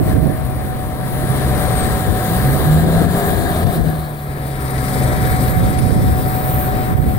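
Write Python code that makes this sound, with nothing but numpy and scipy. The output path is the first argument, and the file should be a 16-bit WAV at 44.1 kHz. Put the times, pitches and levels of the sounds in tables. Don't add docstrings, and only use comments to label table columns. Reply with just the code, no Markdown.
import sys
import numpy as np
from scipy import signal
from scipy.fft import rfft, irfft
from scipy.io import wavfile
from scipy.ndimage import uniform_filter1d, minimum_filter1d, map_coordinates

SR = 44100
rng = np.random.default_rng(int(sys.argv[2]) if len(sys.argv) > 2 else 0)


def dump(signal):
    limited = np.clip(np.atleast_2d(signal).T, -1, 1)
    pcm = np.round(limited * 32767).astype(np.int16)
    wavfile.write(sys.argv[1], SR, pcm)


def field_ratio(decibels):
    return 10 ** (np.asarray(decibels, dtype=float) / 20)


N = 316638
TIME = np.arange(N) / SR


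def evened(x):
    return x / np.sqrt(np.mean(x ** 2) + 1e-20)


def read(points, hz):
    f, *values = np.transpose(points)
    return np.squeeze([np.interp(np.log(hz + 1), np.log(f + 1), v) for v in values])


def follow(rows, t=TIME):
    s, *columns = np.transpose(rows)
    return [np.interp(t, s, c) for c in columns]


def drift(rate, length=N):
    knots = rng.standard_normal(int(N / SR * rate) + 4)
    places = np.linspace(1, len(knots) - 2, length)
    return evened(map_coordinates(knots, [places], order=2, prefilter=False))


def swell(t, s, length):
    return np.exp(-((t - s) / length) ** 2)


def swells(t, rows):
    return sum(db * swell(t, s, length) for s, length, db in rows)


def shading(t, hz, rows):
    return sum(db * swell(hz, mid_hz, width_hz) * swell(t, s, length)
               for s, length, mid_hz, width_hz, db in rows)


def hump(hz, lo_hz, hi_hz):
    return 1 / (1 + (lo_hz / (hz + 1)) ** 8) / (1 + (hz / hi_hz) ** 8)


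def tone(hz, db, lead, left_db, waver_db=-1.0, rate=9):
    turn = 2 * np.pi * (np.cumsum(hz * np.ones(N)) / SR + rng.random())
    level = np.sqrt(2) * field_ratio(db + waver_db * drift(rate))
    left = field_ratio(left_db / 2) * np.sin(turn + lead)
    right = field_ratio(-left_db / 2) * np.sin(turn)
    return level * np.array([left, right])


def whistle(hz, db, width_hz, lead, left_db, steady=.5):
    return tone(hz, db, lead, left_db) * evened(steady + drift(width_hz))


# time in seconds, firing rate in Hz, exhaust effort in dB over the roar.
ENGINE = [(0, 66.7, 10), (.8, 65.75, 8), (1.38, 66.74, 10.5), (1.78, 60.95, 2.5), (2.05, 52.23, 1.5),
          (2.26, 52.04, 7), (2.44, 66.46, 8.5), (2.72, 77.2, 19.5), (2.95, 83.24, 13.5), (3.16, 86.7, 7),
          (3.45, 85.6, -3.5), (3.86, 78.66, 14.5), (4.04, 76, 10.5), (4.34, 69.7, 11), (4.7, 66.2, 11.5),
          (5.3, 63.7, 10.5), (6.2, 64.38, 10.5), (7.18, 64.5, 7)]
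# time in seconds, multiple of firing rate, level in dB over the roar.
DRIVE = [(0, 9.47, -2), (.5, 9.45, -3), (.8, 9.35, -5), (1.05, 9.14, -3), (1.4, 9.2, -10), (1.62, 9.3, -3),
         (1.74, 9.3, -9), (1.85, 9.33, -4), (2.2, 9.2, -14), (2.7, 9.0, -9), (3.2, 9.2, -16),
         (4.1, 9.25, -16), (4.9, 9.3, -14), (5.12, 9.35, -5), (5.28, 9.3, -15), (5.45, 9.2, -4),
         (5.6, 9.1, -5), (6.2, 9.32, -6), (6.6, 9.3, -4), (7.18, 9.2, -3)]
# time in seconds, frequency in Hz, level in dB over the roar.
FAN = [(0, 535, -12), (2.0, 579, -20), (2.2, 590, 3), (2.4, 595, -14), (2.6, 664, -0.5), (2.75, 701, 0),
       (2.9, 676, 1), (3.05, 689, 1), (3.3, 692, -1), (3.6, 700, 0), (3.8, 698, 7), (3.9, 680, -10),
       (4.3, 641, -13), (5, 540, -4), (7.18, 516, -18)]
# time in seconds, half length in seconds, change in dB.
STUMBLES = [(2.35, .06, 2), (2.47, 0.034, 6), (2.606, 0.057, -10), (2.676, 0.034, 0), (3.08, .05, 1),
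            (3.24, .03, -6), (3.332, 0.079, 5), (3.65, 0.0997, -1), (3.872, 0.058, -0.5), (4.2, .25, 2),
            (1.5, .2, 0), (5.852, .1, 0.5), (4.6, 0.22, 0.5), (6.37, .05, -7), (1.25, 0.089, 2.5),
            (4.946, .08, -1), (5.32, 0.04, -7)]


def engine():
    hz, effort_db = follow(ENGINE)
    drive, drive_db = follow(DRIVE)
    idle_hz = 65
    pump_db = -7.5 + 0.45 * (hz - idle_hz)
    pump_db = pump_db - 8 * swell(TIME, 3.62, .17)
    firing_db = 4.5 - 15 / (1 + np.exp(85.1 - hz))
    firing_db = firing_db + 2.5 * swell(TIME, 7.2, 2.4)
    second_db = effort_db + swells(TIME, STUMBLES)
    third_db = -12 + 22 * swell(TIME, 2.33, 0.11)
    fourth_db = -7.5 + 7.5 * swell(TIME, 4.834, 0.22)
    fifth_db = -18 + 14 * swell(TIME, 3.05, .3)

    hz = hz * (1 + 0.0031 * drift(12))
    out = whistle(hz, firing_db, 18, .15, .1, steady=1.0)
    out += tone(2 * hz, second_db, .35, .1, waver_db=.7, rate=12)
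    out += tone(3 * hz, third_db, 0.5, .5, waver_db=0.5)
    out += tone(4 * hz, fourth_db, 1.0, .5, waver_db=-0.5)
    out += tone(5 * hz, fifth_db, .5, .5, waver_db=1.2)
    out += whistle(drive / 2 * hz, pump_db, 18, 0.51, -1.7, steady=3.5)
    out += whistle(drive * hz, drive_db + 1.8, 16, 0.72, 5.5, steady=2.6)
    out += whistle(*follow(FAN), 40, 0.74, 1.4, steady=1.8)
    return out + turbo()


# time in seconds, frequency in Hz, level in dB over the roar.
TURBO = [(0, 10600, -14), (.77, 10300, -14), (1.15, 10100, -12), (1.32, 9950, -8), (1.43, 9800, -13),
         (1.55, 9470, -16), (1.68, 9180, -9), (1.78, 8630, -6), (1.86, 8250, -12), (1.92, 7950, -22),
         (2.0, 7580, -23), (2.1, 7230, -19), (2.16, 7000, -38), (2.22, 6750, -34), (2.27, 6700, -19),
         (2.4, 6600, -45), (2.66, 7400, -40), (2.72, 7450, -17), (2.78, 7480, -22), (2.88, 7430, -24),
         (2.97, 7390, -22), (3.03, 7440, -32), (3.12, 7490, -19), (3.3, 7340, -22), (3.38, 7250, -32),
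         (3.47, 7150, -24), (3.55, 7100, -45)]


def turbo():
    hz, db = follow(TURBO)
    flutter_hz = 27 * drift(150)
    return whistle(hz + flutter_hz, db, 260, 1.5, 19, steady=1.6)


# time in seconds, roar level in dB.
ROAR = [(0, -41), (.1, -34), (.24, -38.5), (1.0, -38.5), (1.32, -32), (1.8, -29.5), (2.1, -32),
        (2.3, -30.5), (3.3, -29.5), (3.62, -31), (3.76, -33), (4.16, -41), (4.6, -36.5), (5.0, -31.5),
        (5.28, -31), (5.6, -33.5), (6.8, -33.5), (7.05, -38)]
# time in seconds, half length in seconds, change in dB.
SPRAYS = [
    (.03, 0.099, 4),
    (2.016, .05, 1),
    (2.408, 0.26, 3.5),
    (3.323, 0.071, 5),
    (5.469, .13, 3.5),
    (6.12, 0.11, 3),
    (6.323, 0.098, 3),
    (6.55, 0.11, 7),
    (7.097, 0.22, 5.5),
]
# time in seconds, half length in seconds, change in dB.
SLIPS = [
    (0.898, 0.065, 2.5),
    (1.8, 0.58, 2),
    (2.865, .07, -0.5),
    (3.42, 0.053, 3),
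    (4.896, 0.24, 5),
    (5.367, 0.067, 4),
    (5.897, 0.22, 4),
]
# time in seconds, half length in seconds, frequency in Hz, half width in Hz, change in dB.
SHADES = [(3.4, 0.95, 1670, 62, 5.5), (2.2, 3.9, 1440, 83, -5), (5.48, .15, 14000, 700, 4),
          (6.6, .15, 13740, 700, 9), (6.2, .3, 11500, 500, -4), (6.2, .3, 11350, 500, -1),
          (6.5, .3, 15000, 900, 6), (5.3, .25, 8700, 400, 1.5), (3.73, 0.58, 680, 110, 5.5),
          (6.95, 0.45, 10700, 410, -10), (6.3, 0.37, 11800, 590, 7), (5.013, 0.59, 2230, 150, 3),
          (6.5, 0.49, 5600, 1200, -1), (4.57, 0.24, 9000, 326, 6), (5.7, 0.41, 2870, 150, -1),
          (2.84, 0.31, 560, 82, 3), (3.7, 0.12, 470, 80, 3), (5.0, 0.32, 1830, 280, 1),
          (5.2, .5, 3750, 140, 2.5), (5.95, 0.16, 260, 50, 3.5)]
# time in seconds, half length in seconds, frequency in Hz, half width in Hz, change in dB.
LEFT_SHADES = [(6.7, .6, 11600, 350, -6), (6.57, .1, 13000, 700, 1), (6.57, 0.076, 10000, 500, 4),
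               (6.5, .4, 14100, 300, -3), (6.3, .2, 12800, 600, -1), (5.45, .15, 14000, 700, 5),
               (5.0, .25, 14500, 1200, 5), (4.47, 0.24, 12500, 1500, 0), (5.3, .6, 2700, 348, -5),
               (5.49, 0.36, 4200, 610, 0), (6.55, .15, 6600, 294, 0), (4.5, 0.33, 4900, 650, 2),
               (4.75, 0.15, 1900, 740, 1.5), (6.04, .3, 5300, 500, 4)]
# frequency in Hz, level in dB per Hz.
LEFT = [
    [(30, -2), (120, 11), (300, 9), (700, 6), (850, -2), (1030, 4), (1790, 0.5), (2590, -16), (3820, -6),
     (5650, -22), (7880, -14), (9030, -5.5), (11190, -10.5), (15600, -7.5)],
    [(30, 10.5), (120, 16.5), (300, 7.5), (700, 6.5), (850, -2), (1030, 2.5), (1890, 2.5), (2910, -12),
     (4560, -12.5), (6740, -21), (7430, -15.5), (8680, -7), (11410, -10.5), (15600, -16)],
]
# frequency in Hz, level in dB per Hz.
RIGHT = [(30, 8.5), (120, 16), (300, 5), (720, 2.5), (1030, -3.5), (1890, -6), (2800, -24), (3780, -12.5),
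         (6200, -27), (8100, -83), (9400, -92), (12300, -12.5), (14500, -7.5), (15600, -6.5)]
# frequency in Hz, likeness 0-1, radians by which left leads.
PORTS = [(60, 1, -0.46), (152, 1, 0.17), (506, 0.89, -0.059), (1140, 0.51, 0.17), (2060, 0.69, 0.44),
         (2300, 0.2, -2), (3740, 0.66, 0.98), (6200, 0.059, -0.51)]
# time in seconds, samples right arrives late, share of machine-behind colour 0-1.
LAG = [(0, 4.2, 0.55), (1.2, 4.8, 0.32), (2.4, 4.9, 0.12), (3.2, 6.1, 0.07), (3.8, 8.1, 0.14),
       (4.4, 11.6, 0.74), (5.2, 12, 1), (6, 11.33, 0.76), (7.18, 12.4, 1)]


def roar():
    hop, size = 128, 1024
    frames, hz = N // hop + 9, np.fft.rfftfreq(size, 1 / SR)[:, None]
    t = np.arange(frames) * hop / SR
    a, b, c, d, patches = rng.standard_normal((frames, len(hz), 5)).T
    patches = evened(uniform_filter1d(uniform_filter1d(patches, 14, 0), 30, 1))

    usual_db = -34
    near_db = follow(ROAR, t)[0] - usual_db
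    body_db = (0.95 - 1) * near_db
    hiss_db = (1.15 - 1) * near_db + swells(t, SLIPS)
    spray_db = (0.61 - 1) * near_db - 2.4 + swells(t, SPRAYS)
    spray_db = spray_db * hump(hz, 7000, 30000) * (hz / 13000) ** 0.55

    db = 0.91 * patches + body_db * hump(hz, 220, 1170) + hiss_db * hump(hz, 4800, 11700)
    db = db + 0.6 * drift(45, frames) * hump(hz, 2600, 30000)
    db = db + 0.71 * drift(40, frames) * hump(hz, 6100, 30000)
    fine_db = 0.97 * drift(60, frames) + 0.36 * drift(70, frames)
    db = db + fine_db * hump(hz, 10000, 30000)
    cleats_per_s = 21.3
    throb_db = 1.67 * swell(t, 5, 1.06) * np.cos(2 * np.pi * cleats_per_s * (t - 5.035))
    db = db + throb_db * hump(hz, 3000, 12000)
    db = db + shading(t, hz, SHADES)

    late, behind = follow(LAG, t)
    left_db = (1 - behind) * read(LEFT[0], hz)[:, None] + behind * read(LEFT[1], hz)[:, None]
    left_db = left_db + 0.54 * spray_db + shading(t, hz, LEFT_SHADES)
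    right_db = read(RIGHT, hz)[:, None] + spray_db

    same, lead = read(PORTS, hz[:, 0])[:, :, None]
    same = np.clip(same, 0, 1)
    lead = lead + 2 * np.pi * np.minimum(hz, 5000) * late / SR
    left = a + 1j * b
    right = same * left * np.exp(-1j * lead) + np.sqrt(1 - same ** 2) * (c + 1j * d)
    z = np.array([left * field_ratio(left_db), right * field_ratio(right_db)]) * field_ratio(db)
    noise = signal.istft(z, nperseg=size, noverlap=size - hop)[1][:, :N]
    return field_ratio(12.0) * evened(noise)


def clatter(noise):
    turns = np.cumsum(2 * follow(ENGINE)[0]) / SR
    treble = signal.sosfiltfilt(signal.butter(2, 1500, "high", fs=SR, output="sos"), noise)
    return noise + 0.068 * np.cos(2 * np.pi * turns) * treble


# start in seconds, level in dB, frequency in Hz.
SQUEAKS = [(2.36, -23, 10200), (4.5531, -31, 8970), (4.6165, -41, 9230), (4.703, -31, 9190),
           (4.8394, -47, 8490), (4.9398, -28, 8410), (4.9791, -35, 9410), (5.0275, -25, 8520),
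           (5.067, -28, 8550), (5.3059, -31, 9280), (5.4241, -26, 8710), (5.6984, -26, 9000),
           (5.7818, -22, 9800)]


def squeaks():
    out = np.zeros(N)
    t = np.arange(round(28 * SR / 1000)) / SR
    window = np.sin(np.pi * np.sqrt(t / t[-1])) ** 2
    for s, db, hz in SQUEAKS:
        wobble = 1 + .16 * uniform_filter1d(rng.standard_normal(4000), 60)[:len(t)]
        chirp = field_ratio(db - 1.0) * np.sin(2 * np.pi * hz * np.cumsum(wobble) / SR) * window
        out[round(s * SR):][:len(t)] += chirp
    return out * field_ratio([[0], [-24]])


# start in seconds, peak level in dB.
KNOCKS = [(0.0263, -42), (0.0762, -38), (0.5506, -43), (1.5723, -25), (3.5593, -24), (3.664, -22),
          (3.8821, -29), (4.5266, -36), (4.6773, -26), (4.7775, -23), (4.8793, -24), (5.019, -23),
          (5.1602, -29), (5.2495, -21.5), (5.2954, -25), (5.3951, -35), (5.435, -23), (5.477, -22),
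          (5.6116, -40), (5.656, -29), (5.7427, -27), (5.786, -21), (5.8217, -30), (6.0826, -32),
          (6.4446, -31), (6.4822, -35)]


def knocks():
    puffs = sum(field_ratio(db - 10.5) * swell(TIME, s + 0.005, 0.0045) for s, db in KNOCKS)
    band = signal.butter(2, [1600, 5000], "band", fs=SR, output="sos")
    noise = signal.sosfilt(band, rng.standard_normal((2, N)))
    noise = signal.lfilter(*signal.iirnotch(3100, 3100 / 470, SR), noise)
    return puffs * evened(noise) * field_ratio([[2.5], [-4]])


# frequency in Hz, level in dB.
GUN = [(745.7, 0), (736, -10), (760, -21)]
# time in seconds, level in dB over the roar, radians by which left leads.
GUN_PATH = [(0, 3, 1.4), (.8, 3, 1.55), (1.3, -0.5, 1.1), (2.2, 0, 0.18), (2.8, -5.5, .1), (3.8, -3, 1.134),
            (4.2, -2.5, 0.057), (4.8, -3.5, 0.37), (5.3, -2.5, 0.63), (5.8, 2.5, 1.7), (6.5, 3.5, 1.2),
            (7.18, 6.5, 1.6)]
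# frequency in Hz, level in dB.
GUN_MOTOR = [(404, -9), (938, -19), (990.5, -18), (1324, -20)]
# time in seconds, level in dB over the roar.
MOTOR_PATH = [(0, -5), (.9, 2.5), (1.4, 1), (2.2, -1), (3.5, -0.5), (4.5, 3.5), (5.4, 4), (5.8, 3),
              (6.3, 3), (6.65, 7), (7.18, 6.5)]


def snow_gun():
    path_db, lead = follow(GUN_PATH)
    motor_db = follow(MOTOR_PATH)[0]
    blades = sum(tone(hz, db + path_db + 2.2, lead, 8.3, waver_db=1.2, rate=3.8) for hz, db in GUN)
    motor = sum(whistle(hz, db + motor_db, 9, lead, 6, steady=2.5) for hz, db in GUN_MOTOR)
    return blades + motor


# frequency in Hz, level in dB per Hz.
GUST = [(15, -37), (30, -9.5), (60, 2.5), (130, 2), (250, -8), (420, -22), (700, -23), (1500, -94)]
# frequency in Hz, level in dB per Hz.
FLUTTER = [(60, -35), (150, 3), (280, 0), (420, -6.5), (600, -14), (1500, -97)]
# start in seconds, length in seconds, port (0 left), level in dB.
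BURSTS = [(0, 0.02, 1, -12), (0.132, 0.17, 1, -15.5), (0.057, 0.11, 0, -22), (0.032, .09, 1, -26),
          (0.247, .08, 1, -18.5), (2.097, 0.074, 0, -22), (2.512, 0.16, 1, -38), (2.801, 0.073, 1, -26),
          (2.83, 0.063, 0, -17), (3.01, 0.092, 0, -15), (3.294, 0.18, 0, -22), (3.75, 0.063, 1, -21),
          (3.764, 0.18, 0, -23), (5.576, 0.064, 1, -34), (5.84, 0.219, 1, -19.5), (5.981, 0.18, 0, -31),
          (6.9, 0.18, 1, -18.5), (7.037, 0.068, 0, -25)]
# time in seconds, port (0 left), peak in dB before the limiter, width in ms, sign.
BLOWS = [
    (0.144, 1, -0.5, 3.2, 1),
    (0.185, 1, 2.5, 1.8, 1),
    (3.07, 0, 0.5, 1.5, -1),
    (3.654, 0, 6, 2.1, -1),
    (5.926, 1, 0.5, 2.2, 1),
    (6.953, 1, 4.5, 2.7, -1),
    (7.0, 1, 3, 2.4, 1),
]


def wind():
    gust_db, bursts = gusts(), np.zeros((2, N))
    for s, length, port, db in BURSTS:
        bursts[int(round(port))] += field_ratio(db) * ((TIME > s) & (TIME < s + length))
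    flutter = field_ratio(gust_db - 15.5) + uniform_filter1d(bursts, size=900)
    out = eddies(GUST, 700) * field_ratio(gust_db) + eddies(FLUTTER, 250) * flutter
    out = .75 * np.tanh(out / .75)
    for s, port, db, ms, sign in BLOWS:
        u = (np.arange(-600, 600) / SR) / (ms / 1000)
        lobe = (1 - u ** 2) * np.exp(-u ** 2 / 2)
        out[int(round(port)), round(s * SR) - 600:][:1200] += np.sign(sign) * field_ratio(db) * lobe
    return out


# time in seconds, level in dB.
BREEZE = [(0, -20.5), (3.2, -32.5), (3.95, -29), (4.3, -46), (4.7, -33), (5.2, -19.5), (6.5, -21),
          (7.18, -21)]
# time in seconds, port (0 left), level in dB, half length in seconds.
GUSTS = [(0, 1, -10.5, 0.095), (0.095, 0, -13.5, 0.093), (0.2, 1, -9, 0.11), (.4, 0, -23, 0.16),
         (1.16, 0, -25, 0.089), (1.331, 1, -21, 0.25), (1.6, 0, -15.5, 0.19), (1.878, 0, -17, 0.078),
         (1.949, 1, -22.5, 0.22), (2.1, 0, -11, 0.035), (2.338, 0, -24, 0.077), (2.513, 0, -19.5, .07),
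         (2.54, 1, -14.5, 0.18), (2.8, 1, -15, 0.17), (2.971, 0, -16, 0.42), (3.404, 0, -14, 0.14),
         (3.498, 1, -20, .06), (3.674, 0, -4.5, 0.037), (3.771, 1, -21, 0.046), (3.83, 0, -10, 0.065),
         (5.033, 0, -16, 0.1), (5.3, 1, -19.5, .1), (5.37, 0, -17, 0.071), (5.627, 1, -10.5, 0.11),
         (5.655, 0, -12.5, 0.06), (5.907, 1, -12, 0.24), (6.1, 0, -12, .14), (6.75, 0, -21, 0.051),
         (7.003, 1, -10.5, .11), (7.122, 0, -15.5, 0.11)]


def gusts():
    power = np.ones((2, 1)) * field_ratio(2 * follow(BREEZE)[0])
    for s, port, db, length in GUSTS:
        power[int(round(port))] += field_ratio(2 * db) * swell(TIME, s, length) ** 2
    return 10 * np.log10(power)


def eddies(colour, per_s):
    sizes = field_ratio(1.6 * np.minimum(rng.exponential(1, (2, N)), 4))
    pushes = sizes * (rng.random((2, N)) < per_s / SR)
    pushes *= rng.choice([-1., 1.], (2, N))
    spectrum = rfft(pushes) * field_ratio(read(colour, np.fft.rfftfreq(N, 1 / SR)))
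    return evened(irfft(spectrum, N))


# time in seconds, half length in seconds, change in dB.
SAGS = [
    (0.197, 0.051, -2.5),
    (2.12, 0.026, -2),
    (2.872, 0.07, -3),
    (3.09, 0.043, -3),
    (3.417, 0.09, -2.5),
    (3.825, 0.041, -4.5),
    (5.196, 0.033, -1),
    (5.364, 0.038, -0.5),
    (5.955, 0.17, -2.5),
    (6.966, 0.043, -0.5),
]


def scene():
    roar_db = follow(ROAR)[0]
    tones = (engine() + snow_gun()) * field_ratio(uniform_filter1d(roar_db, size=9000))
    machines = clatter(roar()) * field_ratio(roar_db) + tones
    return machines * field_ratio(swells(TIME, SAGS)) + wind() + squeaks() + knocks()


def top_cut(x):
    return signal.sosfilt(signal.butter(12, 17090, fs=SR, output="sos"), x)


def record(dry):
    over_db = np.maximum(20 * np.log10(abs(dry).max(0) + 1e-9) + .5, 0)
    held_db = -minimum_filter1d(-over_db, size=801)
    fall = 300 * TIME
    held_db = np.maximum.accumulate(held_db + fall) - fall
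    slow = 26 * TIME
    held_db = np.maximum(held_db, np.maximum.accumulate(0.38 * held_db + slow) - slow)
    ducked = dry / field_ratio(uniform_filter1d(held_db, size=500))
    edge = signal.firwin(801, 15780, window=("kaiser", 10), fs=SR)[None]
    mix = signal.oaconvolve(ducked, edge, "same")
    return top_cut(mix)


dry = scene()
out = record(dry)
dump(out)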